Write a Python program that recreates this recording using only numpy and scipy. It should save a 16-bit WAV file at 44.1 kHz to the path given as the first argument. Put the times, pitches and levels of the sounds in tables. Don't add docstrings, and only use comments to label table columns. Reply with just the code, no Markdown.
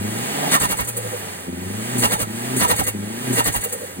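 import sys
import numpy as np
from scipy import signal
from scipy.fft import rfft, irfft
from scipy.io import wavfile
from scipy.ndimage import uniform_filter1d

SR = 44100
rng = np.random.default_rng(int(sys.argv[2]) if len(sys.argv) > 2 else 0)


def generate_wav(sig):
    pcm = np.round(np.clip(np.atleast_2d(sig).T, -1, 1) * 32767).astype(np.int16)
    wavfile.write(sys.argv[1], SR, pcm)


N = 176400
T = np.arange(N) / SR
BINS = np.maximum(np.arange(N // 2 + 1) * SR / N, 1)

# time in seconds, firing rate in Hz.
FIRING_RATE = [(0.0, 97.3), (0.18, 115.9), (0.33, 141.8), (0.45, 149.4), (0.6, 138.7), (0.85, 120.6),
               (1.15, 106.8), (1.48, 86.2), (1.6, 88.8), (1.75, 103.4), (1.92, 126.7), (2.05, 116.6),
               (2.29, 106.6), (2.52, 130.9), (2.7, 116.8), (3.0, 100.6), (3.1, 109.4), (3.26, 128.8),
               (3.4, 117.8), (3.7, 101.8), (4.0, 87.7)]
# time in seconds, level in dB. 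Levels in all tables are relative.
EXHAUST_HUM = [(0,-29.5),(.2,-34),(.3,-43),(.45,-34.5),(.7,-42.5),(1.05,-33),(1.25,-41),(1.43,-51),(1.52,-39.5),(1.75,-32),(1.88,-38.5),(1.99,-25),(2.1,-39),(2.42,-38),(2.57,-26),(2.67,-39),(3.05,-34.5),(3.2,-43),(3.31,-24.5),(3.42,-34),(3.7,-46),(4,-53)]
# opening and shutting in seconds, level in dB, sag in dB per second.
BLIPS = [(-.05,0.502,-25,-39),(1.463,2.04,-29,-11),(2.27,2.609,-32.5,-12),(2.934,3.421,-28.5,-24),(3.963,4.1,-32,-3)]
# time in seconds, gain in dB.
SWELLS = [(1.98,10.3),(2.559,11.7),(3.314,14)]
CYLINDER_DB = [2.5, 1.5, -7.5, -9.5]
# frequency in Hz, width in Hz, level in dB.
TRACT_MODES = [(215,95,-0.5),(267,95,-2.5),(314,77,-7.5)]
PIPE_MODES = [(489,40,2),(594,62,-3),(822,76,-0.5),(972,17,-2),(1212,36,3),(1317,16,2.5),(1632,52,-1.5),(1860,54,-1),(1966,63,0),(2198,20,-2),(2477,46,-3),(2765,36,1.5),(3644,69,-8),(4390,50,-5.5)]
HOOT_MODES = [(442,75,-8),(493,22,-0.5),(582.4,38,-7)]
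# peak as a share of the chuff's length, spread in seconds.
PIPE_TIMING = [(0.49,0.011),(0.75,0.017),(1.1,0.011),(0.55,0.018),(0.33,0.0057),(1,0.014),(0.31,0.0075),(0.76,0.019),(0.38,0.014),(.65,0.019),(.65,0.0063),(0.76,0.017),(0.43,0.027),(0.25,.014)]
# time in seconds, rush in dB, hiss in dB.
SUCTION = [(0,-30.5,-33.5),(.2,-25.5,-28.5),(.45,-22,-28),(.51,-22,-26),(.59,-28.5,-31),(.93,-35,-34.5),(1.07,-29.5,-29.5),(1.3,-30,-34),(1.44,-34,-35.5),(1.5,-37,-40.5),(1.7,-32,-34),(1.97,-25.5,-27.5),(2.09,-28,-25),(2.26,-35.5,-37),(2.37,-29,-31),(2.57,-25.5,-29),(2.75,-28,-29),(2.94,-36.5,-37.5),(3.1,-32.5,-35.5),(3.34,-25,-27.5),(3.44,-29.5,-31),(3.7,-34,-32),(3.85,-34.5,-33),(4,-38,-40.5)]
# start and length in seconds, body, hiss and puff in dB.
CHUFFS = [(0.51,0.052,-14.5,-16.5,-44),(0.596,0.061,-20.5,-21,-29),(0.686,0.047,-22,-23,-33.5),(0.781,0.04,-24,-25.5,-29),(0.87,0.03,-31,-25.5,-54),(0.964,0.018,-33,-25,-54),
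          (2.018,0.042,-16,-18,-29),(2.107,0.038,-20,-21,-30.5),(2.186,0.047,-23.5,-23,-29.5),
          (2.596,0.055,-17.5,-21,-26.5),(2.692,0.033,-17,-19.5,-26.5),(2.778,0.031,-22,-21.5,-22.5),(2.863,0.031,-24.5,-21.5,-34),
          (3.36,0.046,-17.5,-21.5,-32),(3.45,0.04,-20,-20,-26),(3.538,0.038,-25.5,-22.5,-27.5),(3.631,0.021,-27,-22.5,-46),(3.721,0.018,-33.5,-25.5,-57)]
# start and length in seconds, level in dB.
SPITS = [(0.762,0.017,-27.5),(0.84,0.016,-27),(1.976,0.041,-20.5),(2.558,0.045,-21),(2.676,0.014,-19),(2.754,0.02,-23),(2.828,0.026,-25),(3.32,0.04,-20.5),(3.435,0.013,-21.5),(3.518,0.018,-24),(3.606,.014,-23.5),(3.688,0.012,-28)]
# peak time in seconds, pitch in Hz, level in dB.
YELPS = [(.57,1097,-10.5),(.656,1010,-14),(.737,884,-20),(.794,997,-18.5),(2.069,973,-15),(2.162,870,-20),(2.655,972,-10.5),(2.738,855,-16),(2.815,790.3,-16.5),(3.411,924,-12.5),(3.552,954,-17)]
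# peak time in seconds, level in dB.
HOOTS = [(.89,-34),(0.982,-24.5),(1.061,-27),(1.145,-24.5),(1.225,-46),(2.119,-26),(2.206,-23),(2.702,-24),(2.88,-29.5),(3.664,-28.5),(3.745,-25.5),(3.83,-25),(3.904,-32.5)]
# time in seconds, pitch in Hz.
WHISTLE_PITCH = [(0,16500),(1,16500),(1.09,14700),(1.276,12800),(1.35,12100),(1.45,11200),(1.54,11700),(1.63,14000),(1.75,17200),(3.7,16200),(3.82,14540),(4,12500)]
# frequency in Hz, density in dB.
GROWL_COLOUR = [(40,-65),(140,-27),(200,-6),(260,3.5),(310,-6),(380,4),(490,-11.5),(620,-18),(1500,-63)]
RUSH_COLOUR = [(40,-42),(100,-8),(180,3.5),(300,1),(450,3.5),(570,-5.5),(700,-1),(880,1.5),(1050,-3.5),(1300,-6.5),(1550,-3.5),(2000,-2.5),(3000,-5.5),(4000,-10.5),(5000,-10),(9000,-16.5)]
HISS_COLOUR = [(2500,-78),(4500,-4),(5400,-25),(6200,-1),(7500,-1),(8400,2),(9700,3.5),(11000,3),(13000,-4),(15500,-8)]
RUMBLE_COLOUR = [(20,-38),(50,-16),(100,14.5),(170,-13),(250,-5),(340,-6),(470,9),(700,-9),(2000,-4.5),(8000,-50)]
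ROAR_COLOUR = [(40,-55),(120,-25),(175,-8),(280,3),(400,-13),(550,-14),(680,4),(900,1),(1050,-10),(3000,-55)]
CHUFF_COLOUR = [(25,-35),(60,-22),(130,2.5),(280,4.5),(380,-4),(600,-3),(740,2),(1100,2.5),(1600,-3),(2200,-4),(3300,-5.5),(4500,-7),(6500,-7),(10000,-47)]
PUFF_COLOUR = [(15,-37),(30,-24),(50,3.5),(85,0.5),(140,-1.5),(250,-9),(400,-9.5),(900,-57)]
SIZZLE_COLOUR = [(3000,-40),(7000,-31),(11000,9),(13500,4.5),(15800,-2)]
# delay in seconds, gain.
BAY_ECHOES = [(0.002177, 0.09), (0.003197, 0.04), (0.003991, 0.03), (0.004966, 0.13), (0.006122, 0.1),
              (0.007211, -0.05), (0.007846, -0.04), (0.008866, -0.028), (0.011, 0.035), (0.0142, 0.058)]
# frequency in Hz, lead of the left in radians.
PAIR_PHASE = [(60,-.2),(250,-.7),(500,-1.5),(800,-2.4),(1100,-3),(1500,-3.6),(1900,-4.5),(2500,-3.9),(3200,-3.6),(4200,-4.3),(5200,-3.14),(5800,-3.1),(6600,-2.4),(7800,-.2),(9200,.1),(10300,1.8),(11300,3.1),(12400,3.2),(13200,4.6),(14000,6.2)]
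# frequency in Hz, coherence from 0 to 1.
PAIR_LIKENESS = [(100,1),(500,0.8),(1000,0.83),(1600,0.23),(2100,0.72),(4100,0.51),(5400,1),(6800,0.67),(8400,.995),(10200,1),(11800,1),(13200,0.99),(14500,0.82)]
# frequency in Hz, left minus right in dB.
PAIR_BALANCE = [(100,2),(240,2),(450,-2.5),(1000,-3),(1900,-3.5),(3200,0),(15000,0)]

THROTTLE_S = 0.0075
ROUGH_HZ = 224


def from_db(db):
    return 10 ** (np.asarray(db) / 20)


def rms_one(x):
    return x / np.sqrt(np.mean(x ** 2) + 1e-20)


def in_time(rows):
    times, *columns = np.transpose(rows)
    return [np.interp(T, times, column) for column in columns]


def by_bin(points):
    hz, value = np.transpose(points)
    return np.interp(np.log(BINS), np.log(hz), value)


def noise(colour):
    return rms_one(irfft(rfft(rng.standard_normal(N)) * from_db(by_bin(colour)), N))


def drift(hz):
    return rms_one(irfft(rfft(rng.standard_normal(N)) / (1 + (BINS / hz) ** 2), N))


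def roughen(air, depth_db):
    return rms_one(air * from_db(depth_db * drift(ROUGH_HZ)))


def resonate(x, modes):
    out = 0
    for k, (hz, width, db) in enumerate(modes):
        radius = np.exp(-np.pi * width / SR)
        feed = np.array([1, 0, -1]) * (1 - radius ** 2) / 2
        feedback = [1, -2 * radius * np.cos(2 * np.pi * hz / SR), radius ** 2]
        out = out + (-1) ** k * from_db(db) * signal.lfilter(feed, feedback, x + 1e-18)
    return rms_one(out)


def wander(hz, width):
    resonance = 1 / (1 + ((BINS - hz) / width) ** 2)
    note = signal.hilbert(irfft(rfft(rng.standard_normal(N)) * resonance, N))
    return rms_one(np.real(note) / np.sqrt(abs(rms_one(note)) + 0.1))


def bump(peak_s, spread_s):
    return np.exp(-((T - peak_s) / spread_s) ** 2 / 2)


def gate(start, length, attack_s, release_s, sag_db_per_s):
    t = T - start
    hold = from_db(sag_db_per_s * np.clip(t - attack_s, 0, length))
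    return np.clip(t / attack_s, 0, 1) * hold * np.exp(-np.maximum(t - length, 0) / release_s)


def bursts(rows, attack_s, release_s, sag_db_per_s, lag_s=0, arch_db=1.5):
    out = 0
    for start, length, db in rows:
        progress = np.clip((T - start - lag_s) / (length + release_s), 0, 1)
        level = from_db(db + arch_db * (np.sin(np.pi * progress) - 0.94))
        out = out + level * gate(start + lag_s, length, attack_s, release_s, sag_db_per_s)
    return out


def intake(turns, jitter_s=0.0002, gulp_s=0.006, bark_db=2.5, bark_s=0.14, swell_s=0.04, coast_db=-54):
    firings = np.flatnonzero(np.diff(np.floor(turns))) + 1
    slip, uneven = rng.standard_normal((len(firings), 2)).T
    onsets = np.clip(firings + (slip * jitter_s * SR).astype(int), 0, N - 1)
    cylinder_db = np.take(CYLINDER_DB, turns[firings].astype(int), mode="wrap")
    strokes = np.zeros(N)
    strokes[onsets] = from_db(cylinder_db + 0.6 * uneven)
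    low_mids = signal.butter(2, [172, 435], "band", fs=SR, output="sos")
    burble = rms_one(signal.sosfilt(low_mids, resonate(strokes, TRACT_MODES)))
    gulps = signal.lfilter([1], [1, -np.exp(-1 / (gulp_s * SR))], strokes)
    growl = from_db(-13) * rms_one(gulps * noise(GROWL_COLOUR))
    throttle = 0
    for opens, shuts, db, sag in BLIPS:
        bark = bark_db * np.exp(-abs(T - opens) / bark_s)
        throttle += from_db(db + bark) * gate(opens, shuts - opens, THROTTLE_S, THROTTLE_S, sag)
    swell = from_db(sum(db * np.exp(-((T - peak) / swell_s) ** 4) for peak, db in SWELLS))
    return (burble + growl * swell ** 0.55) * (throttle * swell + from_db(coast_db))


def exhaust(turns):
    hum_db, = in_time(EXHAUST_HUM)
    return rms_one(np.sin(2 * np.pi * turns)) * from_db(hum_db + 1.06 * drift(hz=16))


def suction(turns, throb=0.08):
    rush_db, hiss_db = in_time(SUCTION)
    flow = noise(RUSH_COLOUR) + from_db(-7.5) * resonate(rng.standard_normal(N), PIPE_MODES)
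    rush = from_db(rush_db - 2.5) * roughen(flow, depth_db=0.7)
    hiss = from_db(hiss_db - 4.5) * noise(HISS_COLOUR)
    return (rush + hiss) * (1 + throb * np.cos(2 * np.pi * turns))


def rumble():
    return from_db(-42.5) * noise(RUMBLE_COLOUR)


def roar(turns, full_s=0.42, rise_db_per_s=90, throb=0.3):
    build = from_db(-27.5 + rise_db_per_s * np.minimum(T - full_s, 0))
    still_open = np.clip((BLIPS[0][1] - T) / THROTTLE_S, 0, 1)
    return build * still_open * noise(ROAR_COLOUR) * (1 + throb * np.cos(2 * np.pi * turns))


def surge():
    starts, lengths, body_db, hiss_db, _ = np.transpose(CHUFFS)
    chuffs = bursts(zip(starts, lengths, body_db), attack_s=0.015, release_s=0.0036, sag_db_per_s=-10)
    edges = bursts(zip(starts, lengths, hiss_db), attack_s=0.0047, release_s=0.0038, sag_db_per_s=-27)
    spits = bursts(SPITS, attack_s=0.0098, release_s=0.0038, sag_db_per_s=-27)
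    body = chuffs * roughen(noise(CHUFF_COLOUR), depth_db=2.5)
    hiss = (edges + spits) * roughen(noise(HISS_COLOUR), depth_db=2)
    return from_db(-3) * body + from_db(-1.5) * hiss


def pipe_ring(scatter_db=2.5):
    starts, lengths, body_db, _, _ = np.transpose(CHUFFS)
    out = 0
    for (hz, width, db), (share, spread_s) in zip(PIPE_MODES, PIPE_TIMING):
        gains = from_db(body_db + db + scatter_db * rng.standard_normal(len(starts)))
        swells = sum(gain * bump(peak, spread_s) for gain, peak in zip(gains, starts + share * lengths))
        out = out + swells * wander(hz, width)
    return from_db(-13) * out


def puffs():
    starts, lengths, _, _, puff_db = np.transpose(CHUFFS)
    eddies = np.array([noise(PUFF_COLOUR), noise(PUFF_COLOUR)])
    eddies /= np.sqrt(uniform_filter1d(eddies ** 2, size=1300) + 0.041)
    gusts = bursts(zip(starts, lengths, puff_db),
                   attack_s=0.0047, release_s=0.017, sag_db_per_s=-12, lag_s=0.012)
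    return gusts * eddies * from_db([[-8], [1.5]])


def sizzle():
    crests = sum(from_db(hiss_db + 0.5) * bump(start + 0.7 * length, spread_s=0.0064)
                 for start, length, _, hiss_db, _ in CHUFFS)
    return crests * noise(SIZZLE_COLOUR)


def yelps(spread_s=0.0088, fall_per_s=4.4, rough=0.47):
    breath = 1 + rough * (drift(hz=160) + 1j * drift(hz=160))
    notes = 0
    for peak, hz, db in YELPS:
        t = T - peak
        envelope = from_db(db) * bump(peak, spread_s) * (abs(t) < 3.9 * spread_s)
        notes = notes + envelope * np.exp(2j * np.pi * hz * (t - fall_per_s * t * t / 2))
    return from_db(-6) * np.real(notes * breath) / np.sqrt(1 / 2 + rough ** 2)


def hoots():
    breath = rms_one(sum(from_db(db) * wander(hz, width) for hz, width, db in HOOT_MODES))
    swells = sum(from_db(db) * bump(peak, spread_s=0.017) for peak, db in HOOTS)
    return from_db(-4) * swells * breath


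def whistle(edge_hz=15100, winding_up_db=-6):
    course, = in_time(WHISTLE_PITCH)
    winding_up = uniform_filter1d(1.0 * (np.gradient(course) > 0), size=2000)
    pitch = course * (1 + 0.009 * drift(hz=400))
    tone = np.sin(2 * np.pi * np.cumsum(pitch) / SR) * from_db(3.5 * drift(hz=25))
    in_range = np.clip((edge_hz - pitch) / 300, 0, 1)
    return from_db(-48.5 + winding_up_db * winding_up) * in_range * rms_one(tone)


def bay(air, wet_db=-6, decay_s=0.013):
    echoes = sum(gain * np.exp(-2j * np.pi * BINS * delay) for delay, gain in BAY_ECHOES)
    tail = rng.standard_normal(N) * np.exp(-T / decay_s)
    ring = from_db(wet_db) * rfft(tail / np.linalg.norm(tail))
    return irfft(rfft(air) * (1 + echoes + ring), N)


def microphones(direct, turbulence):
    alike = by_bin(PAIR_LIKENESS)
    mid = rfft(direct) + np.sqrt((1 + alike) / 2) * rfft(turbulence[0])
    side = np.sqrt((1 - alike) / 2) * rfft(turbulence[1])
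    lean = from_db(by_bin(PAIR_BALANCE) / 2) * np.exp(1j * by_bin(PAIR_PHASE) / 2)
    return irfft(np.array([(mid + side) * lean, (mid - side) / lean]), N)


def scene():
    turns = np.cumsum(in_time(FIRING_RATE)[0]) / SR
    turbulence = [bay(suction(turns) + roar(turns) + surge() + sizzle() + rumble()) for _ in range(2)]
    direct = intake(turns) + exhaust(turns) + yelps() + hoots() + pipe_ring() + whistle()
    return microphones(direct, turbulence) + puffs()


def record(dry):
    return signal.sosfilt(signal.ellip(12, 0.2, 80, 15900, fs=SR, output="sos"), dry)


dry = scene()
out = record(dry)
generate_wav(out)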